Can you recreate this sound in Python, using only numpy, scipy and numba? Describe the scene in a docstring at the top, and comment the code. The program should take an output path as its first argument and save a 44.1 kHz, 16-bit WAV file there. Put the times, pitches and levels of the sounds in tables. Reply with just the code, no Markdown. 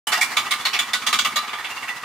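"""Sheet metal clanks hard about once an engine cycle, then softly: a small petrol generator, just
pull-started in a field a few metres away, sputters up to speed. The muffler thumps quietly below.
Each clank is a noisy rattle that crashes broadly and excites the sheet's modes, with a short tail of echoes.
The thumps are impulses into low resonances; a mechanical rush is coloured noise beating with the cycle."""
import sys
import numpy as np
from scipy import signal
from scipy.fft import rfft, irfft
from scipy.io import wavfile
from scipy.ndimage import uniform_filter1d
from numba import njit

SR = 44100
rng = np.random.default_rng(int(sys.argv[2]) if len(sys.argv) > 2 else 0)


def generate_wav(sig):
    """Save sig (samples, or channels by samples) to the path in sys.argv[1] as 16-bit PCM at SR."""
    pcm = np.round(np.clip(np.atleast_2d(sig).T, -1, 1) * 32767).astype(np.int16)
    wavfile.write(sys.argv[1], SR, pcm)


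N = 90096

# engine cycles completed: time_s, count_cycles
ENGINE_CYCLES = [(0.082, 0), (0.317, 3), (0.603, 7), (0.885, 11), (1.088, 14), (1.209, 16), (1.379, 19),
                 (1.538, 22), (1.705, 25), (1.831, 27), (2.033, 30), (2.1, 31)]
# strength of the three muffler thumps of a cycle: time_s, first_db, second_db, third_db
THUMP_LEVELS = [(0.07, -42.5, -43, -49), (0.5, -44.5, -46, -55), (0.852, -42.5, -41.5, -66),
                (0.998, -44, -44, -63), (1.1, -36.5, -37.5, -52), (1.38, -43.5, -36, -57),
                (1.43, -43.5, -65, -61), (1.75, -52, -68, -58), (2.04, -45, -60, -58)]
# resonances of the muffler: pitch_hz, level_db, t60_s
MUFFLER_MODES = [(124, -8.5, 0.039), (232.4, 1.5, 0.071), (343, -16, 0.011)]
# clanks, levels relative: start_s, level_db, middle_ring_hz, middle_lift_db, upper_ring_hz, upper_lift_db,
# low_ring_db, thud_db, treble_db, rattle_length_s
CLANK_EVENTS = [(0.0645, -13, 1687, 21.5, 3062, 37.5, -2, 16, 28.5, 0.013),
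                (0.117, -9, 1575, 22, 3080, -10, 6.5, 14, -1.5, 0.005),
                (0.128, -9, 1927, 15, 2740, 17, 7, 7.5, 11, 0.005),
                (0.1706, -16.5, 1690, 19, 2720, -7, -1, 22, 4, 0.0094),
                (0.2088, -9, 2320, 17.5, 3730, 13, -4, -11, 11.5, 0.014),
                (0.3047, -24, 1970, 9, 3420, -17, 3, 16, -2, 0.036),
                (0.3673, -7.5, 2310, 16, 3710, 11, 9, -8, 7, 0.011),
                (0.4545, -24, 1916, 25, 2930, 13, 17, 18, -14, 0.014),
                (0.5082, -7.5, 2110, 14.5, 3200, 9, 5.5, -23, 6.5, 0.013),
                (0.5956, -27.5, 2160, -3, 3530, 8, -4, 3, 6, 0.031),
                (0.6506, -6.5, 2230, -1.5, 4036, 7, -1, -14, 3, 0.0071),
                (0.7305, -10, 2470, 12, 3230, 0, 3.5, 12, -0.5, 0.023),
                (0.788, -8.5, 2370, 7, 3460, 14.5, -1, 0, 7, 0.005),
                (0.8784, -26, 2000, 25, 2900, 12, 14, 0, 0, 0.016),
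                (0.9317, -7, 1903, 13, 3684, 13, -0.5, -3, 8, 0.0085),
                (1.0154, -23.5, 2140, 14, 3480, 7, 16, 3, 4, 0.018),
                (1.0647, -6.5, 2160, 7, 3520, 5.5, 3, -4, 4.5, 0.0062),
                (1.1263, -7.5, 2100, -8, 3540, 0, 11.5, -7, 3.5, 0.016),
                (1.1868, -6.5, 2020, -21, 3340, 16.5, -19, -14, 7, 0.0075),
                (1.2462, -8.5, 2680, 11, 3350, 18.5, 13, -3, 10, 0.0063),
                (1.3159, -25, 2275, 9, 3670, -1, -19, 18, -1, 0.0086),
                (1.357, -8.5, 2190, 2, 3960, 14, 8, -11, 5.5, 0.0097),
                (1.4262, -26, 2300, 10, 3010, -8, 18, 24.5, -5, 0.015),
                (1.475, -22, 2270, -2, 2800, 6, 14, 12.5, -14, 0.022),
                (1.529, -17, 2070, 7, 3360, 13, 13, 10.5, -29, 0.0086),
                (1.5857, -19.5, 1840, 32, 3250, 4, 8, 10.5, -15, 0.011),
                (1.6427, -18, 2560, 0, 3140, 9, -3, 12, -11, 0.0078),
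                (1.7002, -23, 1840, 18, 2760, 19.5, 2, 17, 3.5, 0.013),
                (1.7639, -22, 1970, 5, 2750, 15, 7, 3, -1, 0.0097),
                (1.8236, -22.5, 1999, 22.5, 2680, 15, 6, 16, -8, 0.02),
                (1.8792, -17, 1950, 18, 2680, 27, -3, 11, 6, 0.0098),
                (1.9577, -28.5, 1973, 16, 2750, 17, 3, 12, 7, 0.022),
                (2.032, -24.5, 1970, 18, 2740, 20, 19, 18, -2, 0.01)]
# modes of the sheet metal, levels relative: pitch_hz, level_db, t60_s
SHEET_MODES = [(734, -28, 0.13), (850, -27, 0.088), (1084, -19.5, 0.23), (1196, -16, 0.22),
               (1266, -14.5, 0.21), (1482, -13.5, 0.074), (1718.6, -20.5, 0.21), (1956, -13.5, 0.074),
               (2259, -12, 0.054), (2350, -17, 0.13), (2780, -19.5, 0.14), (2989, -20, 0.29),
               (3141, -26.5, 0.12), (3528, -12.5, 0.04), (4004, -16, 0.056), (4790, -19, 0.04)]
# relative spectral density of the crash: frequency_hz, density_db
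CRASH_SPECTRUM = [(240, -86), (400, -16), (607, -78.5), (1200, -3.5), (1350, -12.5), (2250, -2.5),
                  (2510, -3.5), (3930, -6), (4240, -5.5), (16000, -28)]
# relative spectral density of the rush: frequency_hz, density_db
RUSH_SPECTRUM = [(18, -57), (30, -28), (118, -9.5), (170, -16), (227, -11), (400, -9.5), (600, -11.5),
                 (720, -6), (1040, 3), (1590, -1), (1960, -1), (2540, -7), (3400, -10.5), (4420, -10.5),
                 (13000, -22), (16000, -29)]
# level of the rush, about which it beats: time_s, level_db
RUSH_LEVELS = [(0.25, -31.5), (0.976, -35.5), (1.186, -36.5), (1.814, -35), (1.93, -35.5), (2.04, -39)]
# gain of the side signal: frequency_hz, gain_db
SIDE_SPECTRUM = [(60, -15), (110, -27), (200, -71), (380, -14.5), (700, -10), (1290, -11), (2380, -7.5),
                 (4400, -3.5), (8120, -1.5), (15000, -3)]
# extra gain of left over right: frequency_hz, left_over_right_db
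LEAN_SPECTRUM = [(60, -3), (110, 1), (200, -2.5), (380, 1), (700, -1), (1290, -0.5), (2380, -4.5),
                 (4400, -1), (8120, -4), (15000, 1.5)]

START_S = 0.0695  # silence before this
BASS_CUT_HZ, TOP_HZ = 99, 15650
RUSH_RING_DB, RUSH_PULSE_DB, RUSH_BEAT_TURN = -27, 2, 0.07  # sheet hum, beat depth, beat peak in cycles
THUMP_RISE_S, THUMP_SCATTER_DB = 0.00398, 1.5  # lead of each impulse, random spread
TAIL_DB, TAIL_T60_S = -11.5, 0.38

CLANK_GAIN_DB = -11.5
ATTACK_S, RATTLE_T60_S = 0.0032, 0.13
GRIT_DB, GRIT_S = 2, 0.0015  # rms unevenness of the rattle and its smoothing time
TREBLE_HZ, TREBLE_T60_S, TREBLE_HOLD = 4630, 0.15, 0.7  # hold: share of the rattle length
CRASH_LIFT, CRASH_LIFT_OCT = 0.62, 0.18  # share of a ring's lift that also colours the crash, and its width
PATCHY_DB, PATCHY_HZ = 3, 359  # uneven colour of each clank and its smoothing width
THUD_HZ, THUD_DB, THUD_OCT = 513, -21, 0.98
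RING_DB, FAVOUR_OCT, MODE_SCATTER_DB = -13.5, 0.039, 2.5  # sheet level, width of a lift, random spread
LOW_RING_HZ, LOW_RING_OCT = 1217, 0.15
SHEET_CUT_HZ = 645


def undb(db):
    """Decibels express amplitude ratios logarithmically; return the linear gain."""
    return 10 ** (np.asarray(db) / 20)


def unit(x):
    """Root-mean-square normalisation: scale to rms 1."""
    return x / np.sqrt(np.mean(x ** 2))


def curve_db(table, size):
    """Logarithmic frequency interpolation: read a (Hz, dB) table at every transform bin."""
    hz, db = np.array(table, float).T
    bins = np.fft.rfftfreq(size, 1 / SR) + 1
    return np.interp(np.log(bins), np.log(hz), db)


def colour(x, db):
    """Linear filtering multiplies the spectrum by a gain per bin."""
    return irfft(rfft(x) * undb(db), x.shape[-1])


def near(hz, centre, octaves):
    """Gaussian resonance weighting on a logarithmic frequency axis, 1 at the centre."""
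    return np.exp(-(np.log2(hz / centre) / octaves) ** 2)


@njit
def ring(x, hz, t60):
    """Modal resonance: a driven, exponentially decaying sinusoid, here a rotating complex state."""
    radius = np.exp(-np.log(1000) / (t60 * SR))
    pole = radius * np.exp(2j * np.pi * hz / SR)
    state = 0j
    y = np.empty(len(x))
    for i in range(len(x)):
        state = state * pole + x[i]
        y[i] = state.imag
    return y


def struck_sheet(force, gains_db, detune):
    """Modal superposition: mid and side forces drive the sheet; each mode has the rms its gain sets."""
    out = 0
    for (hz, _, t60), gain_db, ratio in zip(SHEET_MODES, gains_db, detune):
        mode = np.array([unit(ring(x, hz * ratio, t60)) for x in force])
        out = out + undb(gain_db) * mode
    low_cut = signal.butter(4, SHEET_CUT_HZ, "high", fs=SR, output="sos")
    return signal.sosfilt(low_cut, out)


def rush(cycles, t):
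    """Amplitude modulation: fan and valve-gear noise beats with the cycle and keeps the sheet humming."""
    force = rng.standard_normal((2, N))
    hum = unit(struck_sheet(force, np.array(SHEET_MODES)[:, 1], np.ones(len(SHEET_MODES))))
    noise = unit(colour(force, curve_db(RUSH_SPECTRUM, N)))
    time_s, level_db = np.array(RUSH_LEVELS).T
    beat_db = RUSH_PULSE_DB * np.cos(2 * np.pi * (cycles - RUSH_BEAT_TURN))
    return (noise + undb(RUSH_RING_DB) * hum) * undb(np.interp(t, time_s, level_db) + beat_db)


def muffler(cycles, t):
    """Impulse response of resonators: three low thumps a cycle, each of its own strength."""
    thirds = np.floor(3 * cycles)
    k = np.flatnonzero(np.diff(thirds) > 0)
    which = thirds[k + 1].astype(int) % 3
    table = np.array(THUMP_LEVELS)
    levels_db = np.array([np.interp(t[k], table[:, 0], table[:, c]) for c in range(1, 4)])
    thump_db = levels_db[which, np.arange(len(k))] + THUMP_SCATTER_DB * rng.standard_normal(len(k))
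    push = np.zeros(N)
    push[k - int(THUMP_RISE_S * SR)] = undb(thump_db)
    return sum(undb(db) * ring(push, 1. * hz, 1. * t60) for hz, db, t60 in MUFFLER_MODES)


def echoes(x):
    """Diffuse reverberation off nearby vehicles: the mid convolved with exponentially decaying noise."""
    t = np.arange(SR // 2) / SR
    tail = rng.standard_normal((2, len(t))) * undb(-60 * t / TAIL_T60_S)
    tail *= undb(TAIL_DB) / np.sqrt(np.sum(tail ** 2) / 2)
    return signal.fftconvolve(x[:1], tail, axes=1)[:, :N]


def rattle_envelope(t, hold_s, t60):
    """Exponential decay of a contact force: a quick linear rise, a hold, then the decay."""
    decay_s = np.maximum(t - ATTACK_S - hold_s, 0)
    return np.minimum(t / ATTACK_S, 1) * undb(-60 * decay_s / t60)


def clanks():
    """Impact excitation: gritty rattles crash broadly, treble on its own decay, and ring the sheet."""
    size = 16384  # samples given to each clank
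    out = np.zeros((2, N + size))
    t = np.arange(size) / SR
    bins = np.fft.rfftfreq(size, 1 / SR) + 1  # 1 Hz up, to keep logarithms finite
    mode_hz, mode_db = np.array(SHEET_MODES)[:, 0], np.array(SHEET_MODES)[:, 1]
    crash_db = curve_db(CRASH_SPECTRUM, size)
    treble = 1 / (1 + (TREBLE_HZ / bins) ** 4)  # share of each bin that counts as treble

    for start, level, mid_hz, mid_db, up_hz, up_db, low_db, thud_db, treble_db, hold in CLANK_EVENTS:
        grit_noise = uniform_filter1d(rng.standard_normal(size), int(GRIT_S * SR))
        grit = undb(GRIT_DB * unit(grit_noise))
        noise = rng.standard_normal((2, size))
        rattle = noise * grit * rattle_envelope(t, hold, RATTLE_T60_S)
        fizz = noise * grit * rattle_envelope(t, TREBLE_HOLD * hold, TREBLE_T60_S)

        lift_db = mid_db * near(bins, mid_hz, CRASH_LIFT_OCT) + up_db * near(bins, up_hz, CRASH_LIFT_OCT)
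        patches = uniform_filter1d(rng.standard_normal(len(bins)), int(PATCHY_HZ * size / SR))
        patchy_db = PATCHY_DB * unit(patches)
        gain = unit(undb(crash_db + CRASH_LIFT * lift_db + treble_db * treble + patchy_db))
        gain = gain + undb(THUD_DB + thud_db) * near(bins, THUD_HZ, THUD_OCT)
        crash = irfft(gain * (rfft(rattle) * (1 - treble) + rfft(fizz) * treble), size)
        crash[:, size // 2:] = 0  # discard what wraps round the transform

        scatter, detune = rng.standard_normal((2, len(mode_hz)))
        gains_db = mode_db + MODE_SCATTER_DB * scatter
        gains_db += mid_db * near(mode_hz, mid_hz, FAVOUR_OCT) + up_db * near(mode_hz, up_hz, FAVOUR_OCT)
        gains_db += low_db * near(mode_hz, LOW_RING_HZ, LOW_RING_OCT)
        gains_db += thud_db * (mode_hz < 900)  # the thud also drives the lowest modes
        rung = struck_sheet(rattle, gains_db, 1 + 0.001 * detune)

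        i = int(start * SR)
        out[:, i:i + size] += undb(level + CLANK_GAIN_DB) * (crash + undb(RING_DB) * rung)
    return out[:, :N]


def scene():
    """Superposition of sources in mid and side, decoded to left and right; all cuts in at once."""
    t = np.arange(N) / SR
    time_s, count = np.array(ENGINE_CYCLES).T
    # the count steps from 0 to 1 at the first time, so that a first thump sounds there
    cycles = np.interp(t, time_s, count + 1) - (t < time_s[0])
    hits = clanks()
    mid, side = hits + echoes(hits) + rush(cycles, t)
    mid = mid + muffler(cycles, t)
    side = colour(side, curve_db(SIDE_SPECTRUM, N))
    half_lean_db = curve_db(LEAN_SPECTRUM, N) / 2
    left = colour(mid + side, half_lean_db)
    right = colour(mid - side, -half_lean_db)
    return np.array([left, right]) * np.clip((t - START_S) / .002, 0, 1)


def record(dry):
    """Band limiting: a high-pass thins the bass and a steep low-pass cuts the top."""
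    bass_cut = signal.butter(2, BASS_CUT_HZ, "high", fs=SR, output="sos")
    top_cut = signal.ellip(10, .2, 80, TOP_HZ, fs=SR, output="sos")
    return signal.sosfilt(top_cut, signal.sosfilt(bass_cut, dry))


dry = scene()
out = record(dry)
generate_wav(out)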